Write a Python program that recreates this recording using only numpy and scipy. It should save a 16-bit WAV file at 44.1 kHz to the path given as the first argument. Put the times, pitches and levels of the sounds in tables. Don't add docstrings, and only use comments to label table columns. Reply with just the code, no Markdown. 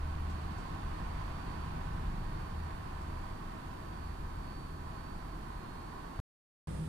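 import sys
import numpy as np
from scipy.fft import rfft, irfft, next_fast_len
from scipy.io import wavfile
from scipy.ndimage import uniform_filter1d, map_coordinates

SR = 44100
rng = np.random.default_rng(int(sys.argv[2]) if len(sys.argv) > 2 else 0)


def bounce(signal):
    frames = np.transpose(np.atleast_2d(signal))
    limited = np.clip(frames, -1, 1)
    pcm = np.round(limited * 32767).astype(np.int16)
    wavfile.write(sys.argv[1], SR, pcm)


N = 303408
TIME_S = np.arange(N) / SR
CUT_OUT_S, HALL_IN_S = 6.2007, 6.672

# time in seconds, relative level in dB.
GIRDER_SHAKE_DB = [(0.0, -48), (1.35, -48.0), (2.1, -44.5), (2.85, -50.5), (4.0, -52), (4.4, -50),
                   (6.15, -54)]
BEAM_BOOM_DB = [(0.0, -38.0), (0.55, -40), (0.65, -45), (2.25, -44.5), (2.4, -45.5), (2.7, -39.5),
                (2.9, -49.0), (3.15, -41.5), (3.45, -53.5), (3.9, -49.5), (4.1, -40.5), (4.5, -51.5),
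                (4.75, -47.0), (5.25, -53.5), (5.45, -51.5), (5.7, -54.5), (5.85, -52.5), (6.15, -59)]
TYRE_ROAR_DB = [(0.0, -53.0), (1.0, -50.5), (1.75, -51.0), (2.3, -52.5), (2.8, -52.5), (3.95, -53.5),
                (4.45, -54.5), (6.15, -53.5)]
WHINE_SWELL_DB = [(0.0, -80.0), (0.6, -76.0), (0.8, -79.5), (1.55, -73.5), (1.95, -84.0), (2.35, -76.0),
                  (2.6, -76.5), (2.8, -82.0), (3.35, -77.0), (3.5, -83.0), (4.1, -73.5), (4.25, -82.0),
                  (4.55, -72.0), (4.85, -81.0), (5.0, -74.0), (5.7, -84.0), (5.9, -77.5), (6.15, -78.0)]

# frequency in Hz, relative density in dB.
RUMBLE_SPECTRUM = [(7, -16), (12, -7), (19, -4), (23, -6), (29, 0), (35, -4), (43, -1.5), (52, -6),
                   (61, -13), (90, -45)]
BOOM_SPECTRUM = [(45, -49), (60, -36.5), (69, 0.5), (76, 2.5), (84, -1.5), (100, -1.5), (118, -25.5),
                 (170, -83)]
DRONE_SPECTRUM = [(80, -30), (110, -4.5), (132, -2), (155, -1.5), (168, -1), (182, -5), (205, -11),
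                  (260, -22.5), (500, -81)]
ROAR_SPECTRUM = [(250, -32.5), (480, -9.5), (580, -10.5), (800, -4), (920, -2.5), (1000, -2.5),
                 (1110, -2.5), (1250, -6), (1550, -11.5), (1850, -12.5), (2100, -27), (3200, -62.5)]
TREBLE_SPECTRUM = [(1200, -36.5), (2000, 4), (2500, 4.5), (3200, -0.5), (4300, -3.5), (5000, -8),
                   (6200, -13), (9500, -16), (12000, -33.5)]
MURMUR_SPECTRUM = [(120, -37.5), (205, -1), (235, -0.5), (265, -2.5), (305, -0.5), (360, -3), (450, -9.5),
                   (620, -21), (1200, -74)]
HALL_AIR_SPECTRUM = [(15, -3.5), (40, -11), (68, -1), (108, -1.5), (150, -8), (200, -5), (240, -17),
                     (370, -21), (470, -27), (950, -19), (1600, -28.5), (2300, -35.5), (4500, -40),
                     (6500, -47)]
HALL_HISS_SPECTRUM = [(5500, -30), (7300, -10), (8700, -2), (9900, -5), (11000, -17), (13000, -39)]
SELF_NOISE_SPECTRUM = [(300, -30), (1500, 0.5), (5000, 0.5), (7000, -.5), (10000, 0.5), (12000, -4.5),
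                       (14000, -1), (15500, -12)]

# centre in Hz, width in Hz, relative gain in dB.
TYRE_MODES = [(642.3, 21, -2.5), (780, 12, -0.5), (973, 6.3, 6), (1041, 23, 3), (1102, 16, 1.5),
              (1522, 18, -3)]
ROOM_MODES = [(62.5, 3.1, -2), (161, 18, 2), (319, 7, -9), (385, 6.5, -16), (477, 10, -17)]

STRONG_PARTIALS_HZ = [4452.2, 4544]
# frequency in Hz, relative level in dB.
WEAK_PARTIALS = [(3843, -85), (3974, -89), (4269, -82.5), (4360.6, -84), (4635.3, -90), (4726.7, -89),
                 (4942, -93)]
FAN_TONES = [(64.6, -44), (156.1, -43)]
# start in seconds, level in dB.
TICK_EVENTS = [(.298, -63), (.58, -61.5), (3.016, -66)]

# frequency in Hz, left-right coherence from 0 to 1.
COHERENCE = [(60, .998), (180, .98), (300, .85), (450, .5), (700, .2), (1100, .27), (2500, .32),
             (4500, .22), (7000, .05)]
# frequency in Hz, left minus right in dB.
BALANCE_DB = [(200, 0), (350, -.7), (520, -3.5), (1050, -3.7), (1350, -4.5), (1750, -8), (2500, -8.7),
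              (4400, -9.5), (9000, -10)]
# frequency in Hz, delay in seconds.
LEFT_DELAY_S = [(60, .0003), (160, .00042), (500, .00059)]


def guideway(rumble_db=5, rumble_follows=0.88, surge_db=2.5, surge_period_s=1.07, crest_s=2.14,
             hum_hz=76, hum_db=-1, wander_hz=2.07, hum_onset_db=-44):
    shake_db = envelope(GIRDER_SHAKE_DB)
    boom_db = envelope(BEAM_BOOM_DB)
    surging_db = surge_db * np.cos(2 * np.pi * (TIME_S - crest_s) / surge_period_s)
    deep_db = shake_db.mean() + rumble_follows * (shake_db - shake_db.mean()) + surging_db
    hum_share = 1 / (1 + amp(2 * (hum_onset_db - boom_db)) ** 2)
    pitch_hz = hum_hz + wander_hz * wobble(9)
    hum = np.sqrt(2) * np.sin(2 * np.pi * np.cumsum(pitch_hz) / SR)
    boom_noise = steadied(stereo_noise(colour(BOOM_SPECTRUM)), span_s=0.14)
    boom = np.sqrt(1 - hum_share) * boom_noise + np.sqrt(hum_share) * amp(hum_db) * hum
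    rumble = steadied(stereo_noise(colour(RUMBLE_SPECTRUM)), span_s=0.2)
    drone = steadied(stereo_noise(colour(DRONE_SPECTRUM)), span_s=0.14)
    return amp(deep_db + rumble_db) * rumble + amp(boom_db) * boom + amp(shake_db) * drone


def tyres(roar_db=2.5, singing_db=-1, treble_db=-7, dulling_db_per_s=0.38,
          murmur_db=-52.5, murmur_follows=0.45, flutter_db=0.36):
    roll_db = envelope(TYRE_ROAR_DB)
    roar = amp(roar_db) * stereo_noise(colour(ROAR_SPECTRUM))
    singing = amp(singing_db) * stereo_noise(resonances(TYRE_MODES))
    treble = amp(treble_db - dulling_db_per_s * TIME_S) * stereo_noise(colour(TREBLE_SPECTRUM))
    murmur_gain = amp(murmur_db + murmur_follows * (roll_db - roll_db.mean()))
    murmur = murmur_gain * stereo_noise(colour(MURMUR_SPECTRUM))
    return amp(roll_db + flutter_db * wobble(10)) * (roar + singing + treble) + murmur


def electric_whine(strong_db=7, strong_waver_db=1, weak_db=4.5, weak_waver_db=4,
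                   drift_hz=0.5, left_db=-11):
    swell_db = envelope(WHINE_SWELL_DB) + strong_db
    partials = [(hz, swell_db + strong_waver_db * wobble(2)) for hz in STRONG_PARTIALS_HZ]
    partials += [(hz, db + weak_db + weak_waver_db * wobble(2.8)) for hz, db in WEAK_PARTIALS]
    whine = np.zeros((2, N))
    for hz, db in partials:
        phase = 2 * np.pi * np.cumsum(hz + drift_hz * wobble(3.93)) / SR
        whine += np.sqrt(2) * amp(db) * np.array([np.cos(phase), np.sin(phase)])
    return whine * amp([[left_db], [0]])


def ticks(t60_s=0.21):
    gain = sum(amp(db - 60 * np.abs(TIME_S - start_s) / t60_s) * (TIME_S >= start_s)
               for start_s, db in TICK_EVENTS)
    spectrum = [(2000, -32.5), (4500, -1), (8500, -0.5), (11000, -25), (14000, -29.5)]
    return gain * stereo_noise(colour(spectrum))


def thump(start_s=6.192, low_hz=110, low_db=-29, tick_hz=1000, tick_db=-30, tick_t60_s=0.0053):
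    age_s = np.maximum(TIME_S - start_s, 0)
    low = amp(low_db) * np.sin(2 * np.pi * low_hz * age_s)
    tick = amp(tick_db - 60 * age_s / tick_t60_s) * np.sin(2 * np.pi * tick_hz * age_s)
    return low + tick


def hall_ventilation(air_db=-43, boom_db=-43, hiss_db=-63, throb_db=2):
    def room_response(hz):
        modes = sum(resonances([mode])(hz) for mode in ROOM_MODES)
        return modes * colour([(500, 0), (1200, -20)])(hz)

    boom = steadied(stereo_noise(room_response), span_s=0.095)
    fans = sum(np.sqrt(2) * amp(db + throb_db * wobble(20)) * np.sin(2 * np.pi * hz * TIME_S)
               for hz, db in FAN_TONES)
    air = steadied(stereo_noise(colour(HALL_AIR_SPECTRUM)), span_s=0.075)
    hiss = stereo_noise(colour(HALL_HISS_SPECTRUM))
    return fans + amp(air_db) * air + amp(boom_db) * boom + amp(hiss_db) * hiss


def microphone_hiss(level_db=-67):
    return amp(level_db) * unit_rms(filtered(rng.standard_normal((2, N)), colour(SELF_NOISE_SPECTRUM)))


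def amp(db):
    return 10 ** (np.asarray(db) / 20)


def unit_rms(x):
    return x / np.sqrt(np.mean(x ** 2) + 1e-20)


def log_interp(points, hz):
    knots_hz, values = np.transpose(points)
    return np.interp(np.log(hz + 1), np.log(knots_hz + 1), values)


def envelope(points):
    return np.interp(TIME_S, *np.transpose(points))


def wobble(knots_per_s):
    knots = rng.standard_normal(int(N * knots_per_s / SR) + 4)
    return map_coordinates(knots, [TIME_S * knots_per_s])


def filtered(x, response):
    size = next_fast_len(N + SR // 2)
    return irfft(rfft(x, size) * response(np.fft.rfftfreq(size, 1 / SR)), size)[..., :N]


def colour(spectrum):
    top_hz = spectrum[-1][0]
    return lambda hz: amp(log_interp(spectrum, hz)) * (top_hz / np.maximum(hz, top_hz)) ** 4


def resonances(modes):
    return lambda hz: sum(
        (-1) ** k * amp(db) * 1j * hz * width_hz / (centre_hz ** 2 - hz ** 2 + 1j * hz * width_hz)
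        for k, (centre_hz, width_hz, db) in enumerate(modes))


def stereo_noise(response):
    def mid_side_response(hz):
        angle = np.arccos(np.clip(log_interp(COHERENCE, hz), -1, 1)) / 2
        return response(hz) * np.array([np.cos(angle), np.sin(angle)])

    def left_response(hz):
        delay = np.exp(-2j * np.pi * hz * log_interp(LEFT_DELAY_S, hz))
        return amp(log_interp(BALANCE_DB, hz) / 2) * delay

    mid, side = filtered(rng.standard_normal((2, N)), mid_side_response)
    left = filtered(mid + side, left_response)
    right = filtered(mid - side, lambda hz: amp(-log_interp(BALANCE_DB, hz) / 2))
    return unit_rms(np.array([left, right]))


def steadied(noise, span_s):
    power = uniform_filter1d(np.mean(noise ** 2, axis=0), max(int(span_s * SR), 1))
    return unit_rms(noise / np.sqrt(np.abs(power) + 0.05))


def scene():
    platform = guideway() + tyres() + electric_whine() + ticks() + thump()
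    hiss = microphone_hiss()
    hall = hall_ventilation()
    return (platform + hiss) * (TIME_S < CUT_OUT_S) + (hall + hiss) * (TIME_S >= HALL_IN_S)


def record(dry, cutoff_hz=15100):
    return filtered(dry, lambda hz: 1 / np.sqrt(1 + (hz / cutoff_hz) ** 160))


dry = scene()
out = record(dry)
bounce(out)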